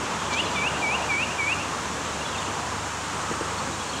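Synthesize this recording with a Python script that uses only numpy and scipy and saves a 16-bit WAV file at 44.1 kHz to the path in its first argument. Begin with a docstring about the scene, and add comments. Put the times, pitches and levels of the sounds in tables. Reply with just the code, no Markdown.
"""A wash of distant traffic is heard first, with a low engine hum and a steady high hiss.
Over it a bird whistles five scooped notes, each a gliding near-sine tone longer than the last;
branches scatter them and a far surface returns them. Smaller birds chirp and twitter faintly.
Late on, a thin insect-like tone sets in, and two soft knocks ring close by in damped modes."""
import sys
import numpy as np
from scipy import signal
from scipy.fft import rfft, irfft, next_fast_len
from scipy.io import wavfile
from scipy.ndimage import uniform_filter1d, map_coordinates

SR = 44100
rng = np.random.default_rng(int(sys.argv[2]) if len(sys.argv) > 2 else 0)


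def transcribe(u):
    """Save the signal u as a 16-bit wav file named by the first command-line argument.

    u: samples, shape (n,) or (channels, n), limited to [-1, 1]; the rate is SR.
    q: integer samples, one column per channel.
    """
    v = np.clip(np.atleast_2d(u).T, -1, 1)
    q = np.round(v * 32767).astype(np.int16)
    wavfile.write(sys.argv[1], SR, q)


N = 176400


def amp(db):
    """Amplitude ratio of a level: tenfold for every 20 dB."""
    return 10 ** (np.asarray(db) / 20)


def unit(x):
    """Normalisation to rms 1."""
    return x / np.sqrt(np.mean(x ** 2) + 1e-20)


def clock():
    """The time of every sample, in seconds."""
    return np.arange(N) / SR


def curve(rows):
    """Linear interpolation between (seconds, value) points."""
    return np.interp(clock(), *np.transpose(rows))


def bell(x, centre, width):
    """A Gaussian of height 1 whose width is its standard deviation."""
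    return np.exp(-.5 * ((x - centre) / width) ** 2)


def wobble(rate):
    """Random modulation: a spline through `rate` random knots a second."""
    return map_coordinates(rng.standard_normal(2048), [clock() * rate], mode="mirror")


def filtered(x, response):
    """Linear filtering: the spectrum of x is multiplied by a frequency response."""
    size = next_fast_len(N + SR // 2)
    return irfft(rfft(x, size) * response(np.fft.rfftfreq(size, 1 / SR)), size)[:N]


def rush(spectrum, patchy_db):
    """Coloured noise of rms 1, its gain modulated in random patches of time and frequency."""
    cells = signal.stft(rng.standard_normal(N), nperseg=512)[2]
    patches = uniform_filter1d(rng.standard_normal(cells.shape), size=5, axis=0)
    patches = uniform_filter1d(patches, size=16, axis=1)
    noise = signal.istft(cells * amp(patchy_db * unit(patches)), nperseg=512)[1][:N]
    points_hz, db = np.transpose(spectrum)
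    return unit(filtered(noise, lambda hz: amp(np.interp(np.log(hz + 1), np.log(points_hz), db))))


def band(centre_hz, width_hz):
    """Narrow-band noise of rms 1: white noise through a Gaussian passband."""
    return unit(filtered(rng.standard_normal(N), lambda hz: bell(hz, centre_hz, width_hz)))


def tone(hz):
    """A sine of rms 1 whose phase is the integral of its frequency."""
    return np.sqrt(2) * np.sin(2 * np.pi * np.cumsum(hz) / SR)


def add(track, start_s, sound):
    """Superposition: a sound is summed into a track from its start time."""
    part = track[max(round(start_s * SR), 0):][:len(sound)]
    part += sound[:len(part)]


def traffic():
    """Incoherent sources merge into a low roar and a tyre wash; single vehicles swell past."""
    # Each row: time in seconds, level in dB.
    roar_levels = [(0, -34), (.5, -34), (1.02, -34.5), (1.53, -35.5), (2.37, -35), (2.92, -39),
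                   (3.25, -37.5), (3.5, -35.5), (4, -37)]
    tyre_levels = [(0, -32), (1, -31.5), (1.55, -32), (2.3, -32.5), (3, -32.5), (3.5, -32.5), (4, -34.5)]
    # Each row: frequency in Hz, relative spectral density in dB.
    roar_spectrum = [(15, -50), (28, -37), (40, -34), (60, -8.5), (110, -3.5), (160, 0.5), (260, 0),
                     (380, -2), (520, -1), (680, -5), (900, -8.5), (1500, -18), (4000, -68)]
    tyre_spectrum = [(300, -38), (650, -9), (850, -2), (1020, -0.5), (1250, -2.5), (1600, -6), (2100, -11),
                     (3000, -13), (4500, -25), (8000, -52)]
    # Each row: centre and width in seconds, level in dB, centre and width of the tyre band in Hz.
    passes = [(.3, 0.15, -36.5, 1000, 200), (0.887, 0.21, -33.5, 850, 180), (1.74, 0.068, -38, 1120, 170),
              (2.6, .07, -37.5, 960, 171), (3.38, .25, -37.5, 1170, 190)]
    roar = amp(curve(roar_levels) + 0.19 * wobble(5.5)) * rush(roar_spectrum, patchy_db=1.0)
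    tyres = amp(curve(tyre_levels) + 0.33 * wobble(6.77)) * rush(tyre_spectrum, patchy_db=0.68)
    vehicles = sum(amp(db) * bell(clock(), centre, width_s) * band(hz, width_hz)
                   for centre, width_s, db, hz, width_hz in passes)
    return roar + tyres + vehicles


def engine():
    """A distant engine hums at harmonics of its base rate; one of them comes and goes."""
    # Each row: harmonic number, level at full swell in dB, depth of the swell in dB.
    harmonics = [(3, -46, 1.5), (4, -43.5, 17), (6, -49.5, 3)]
    # Each row: time in seconds, swell from 0 (faint) to 1 (full).
    swell_points = [(0, .2), (.45, .9), (1, 0.53), (1.55, 1), (2.1, 0.066), (2.4, 1), (2.75, 0.9),
                    (3.2, 0.51), (3.65, 0.96), (4, 0.44)]
    base_hz = 25.09 * (1 + 0.0064 * wobble(4.26))
    swell, waver_db = curve(swell_points), 1.2
    return sum(amp(db + depth_db * (swell - 1) + waver_db * wobble(2.85)) * tone(order * base_hz)
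               for order, db, depth_db in harmonics)


def hiss():
    """Broadband noise: a steady high hiss, and three dry rustles under Gaussian envelopes."""
    # Each row: frequency in Hz, relative spectral density in dB.
    hiss_spectrum = [(1200, -5), (2500, -5.5), (3500, -3.5), (4200, -3), (4900, -4), (5600, -1), (7100, 1),
                     (8300, -5), (9300, -11.5), (10500, -16.5), (11800, -24), (15500, -32.5)]
    rustle_spectrum = [(2000, -32), (3900, 4), (5200, -3), (6700, 6), (8000, -6), (10000, -24),
                       (15000, -45)]
    # Each row: centre in seconds, width in seconds, level in dB.
    rustles = [(.339, .009, -34.5), (3.218, 0.0037, -35.5), (3.45, 0.0065, -39)]
    bursts = sum(amp(db) * bell(clock(), centre, width) for centre, width, db in rustles)
    rustle = bursts * rush(rustle_spectrum, patchy_db=1.5)
    return amp(-37.5) * rush(hiss_spectrum, patchy_db=0.53) + rustle


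def twitter():
    """The calls of many far birds overlap into a band of amplitude-modulated noise."""
    # Each row: time in seconds, level in dB.
    levels = [(0, -43), (.25, -44.5), (.47, -35.5), (.7, -44.5), (1.3, -50), (1.95, -47), (2.05, -43),
              (2.13, -49), (2.4, -45.5), (2.65, -63), (3.5, -47), (4, -45.5)]
    # Each row: frequency in Hz, relative spectral density in dB.
    spectrum = [(1200, -60), (2000, -11), (2700, 1.5), (3400, 2), (4100, -7), (5000, -7), (8000, -70)]
    flicker = amp(2.6 * wobble(45))
    return amp(curve(levels)) * unit(flicker * rush(spectrum, patchy_db=3.5))


def whistling_bird():
    """Frequency modulation of a near-pure tone: each note dips, then sweeps up to a crest."""
    # Each row: start and length in seconds, lowest pitch in Hz, level in dB, swell over the note in dB.
    notes = [(0.295, 0.12, 2313, -30.5, 17.5), (0.547, .147, 2287, -29, 5.5), (0.812, .159, 2273, -27.5, 2),
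             (1.086, .167, 2253, -26.5, -1.5), (1.377, .17, 2238, -27, 2.5)]
    dip_at, crest_at = 0.349, 0.93  # fractions of the note
    attack_s, release_s = 0.017, 0.016
    waver_hz, flutter_db = 7 * wobble(120), 0.4 * wobble(69.4)
    out = np.zeros(N)
    for start, length, low_hz, db, swell_db in notes:
        t = np.arange(int(length * SR)) / SR
        progress, now = t / length, round(start * SR) + np.arange(len(t))
        fall_hz = 258 * np.interp(progress, [0, dip_at], [1, 0]) ** 2.49
        rise_hz = 613 * np.interp(progress, [dip_at, crest_at], [0, 1]) ** 2
        hook_hz = -90 * np.interp(progress, [crest_at, 1], [0, 1])
        hz = low_hz + fall_hz + rise_hz + hook_hz + waver_hz[now]
        sag_db = -3 * bell(progress, 0.54, 0.051)  # the note eases as it turns upward
        accent_db = 3.5 * bell(progress, 0.885, 0.036)  # a push just before the crest
        level_db = db + swell_db * (progress - .5) + sag_db + accent_db + flutter_db[now]
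        gate = np.minimum(t / attack_s, 1) * np.minimum((length - t) / release_s, 1)
        add(out, start, gate * amp(level_db) * (tone(hz) + amp(-42) * tone(2 * hz)))
    return out


def scatter(x, t60_s):
    """Reverberation: many small reflections form a noise tail that decays exponentially."""
    t = np.arange(SR // 2) / SR
    tail = rng.standard_normal(len(t)) * np.exp(-np.log(1000) * t / t60_s)
    return signal.fftconvolve(x, tail / np.linalg.norm(tail))[:N]


def chirps():
    """Small, far birds peep in linear frequency sweeps under half-cosine envelopes."""
    # Each row: centre and length in seconds, pitch in Hz, glide over the chirp in Hz, level in dB.
    calls = [(.328, 0.021, 4250, -300, -38), (.338, .014, 3850, -300, -38), (0.44, 0.02, 3420, -250, -35),
             (.463, .02, 4100, -500, -39), (0.562, 0.02, 3510, 0, -31), (2.136, 0.017, 3760, -2, -41),
             (2.216, 0.021, 2786, -150, -35), (2.262, 0.019, 3400, -50, -34),
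             (2.293, 0.019, 3800, -600, -39), (2.33, .022, 3250, -400, -38), (2.354, .028, 2760, -550, -35),
             (2.387, 0.018, 3630, -100, -37.5), (2.428, 0.023, 2830, -800, -36),
             (2.474, 0.028, 2830, 700, -38), (3.588, 0.024, 4370, 0, -39.5), (3.734, .028, 3860, -250, -41),
             (3.81, 0.027, 3350, -200, -40), (3.898, .018, 4340, 98, -39), (3.939, .024, 3230, -350, -37),
             (3.963, 0.019, 2800, -450, -38), (3.988, .02, 3980, 144, -42)]
    out = np.zeros(N)
    for centre, length, hz, glide_hz, db in calls:
        offset = np.linspace(-.5, .5, int(length * SR))
        add(out, centre - length / 2, amp(db) * np.cos(np.pi * offset) * tone(hz + glide_hz * offset))
    return out


def echo(x):
    """Reflection from a far surface: one delayed, blurred return that grows through the phrase."""
    # Each row: frequency in Hz, relative gain of the reflection in dB.
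    colour = [(2250, -10), (2450, -3.5), (2650, 0), (2900, -8)]
    delay_s, growth_db_per_s = 0.089, 3
    reflection = np.zeros(N)
    add(reflection, delay_s, x + 0.35 * scatter(x, t60_s=0.022))
    gain = amp(-11.5 + growth_db_per_s * clock())
    return filtered(gain * reflection, lambda hz: amp(np.interp(hz, *np.transpose(colour))))


def insect():
    """Noise in a very narrow band is heard as a pitch: a thin, insect-like tone that slowly fades."""
    start_s, attack_s, fade_db_per_s = 3.11, 0.03, 4
    age = np.maximum(clock() - start_s, 0)
    envelope = np.minimum(age / attack_s, 1) * amp(-52 - fade_db_per_s * age)
    return envelope * band(centre_hz=8300, width_hz=70)


def knocks():
    """Modal vibration: each soft, hollow bump excites three quickly damped resonances."""
    # Each row: start in seconds, gain in dB.
    strikes = [(3.3123, -15), (3.4099, -15)]
    # Each row: frequency in Hz, relative level in dB, time to decay by 60 dB in seconds.
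    modes = [(183, -16, 0.11), (362, -2.5, .035), (456, -1.5, 0.04)]
    out, t = np.zeros(N), np.arange(SR // 10) / SR
    ring = sum(amp(db) * np.exp(-np.log(1000) * t / t60) * np.sin(2 * np.pi * hz * t)
               for hz, db, t60 in modes)
    soft_onset = 1 - np.exp(-t / 0.0017)
    for start, db in strikes:
        add(out, start, amp(db) * ring * soft_onset)
    return out


def scene():
    """Superposition of the birds, their reflections among the trees and the sounds around them."""
    song, peeps = whistling_bird(), chirps()
    branches = scatter(amp(-17) * song, t60_s=0.047)  # close reflections roughen the glides
    grove = scatter(amp(-8.5) * song + amp(-4.5) * peeps, t60_s=0.61)
    birds = song + branches + echo(song) + peeps + grove + twitter()
    return (birds + insect() + traffic() + engine() + knocks() + hiss())[None]


def record(dry):
    """Band limiting: an ideal low-pass filter removes everything above 15.7 kHz."""
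    return filtered(dry[0], lambda hz: hz < 15700)[None]


dry = scene()
out = record(dry)
transcribe(out)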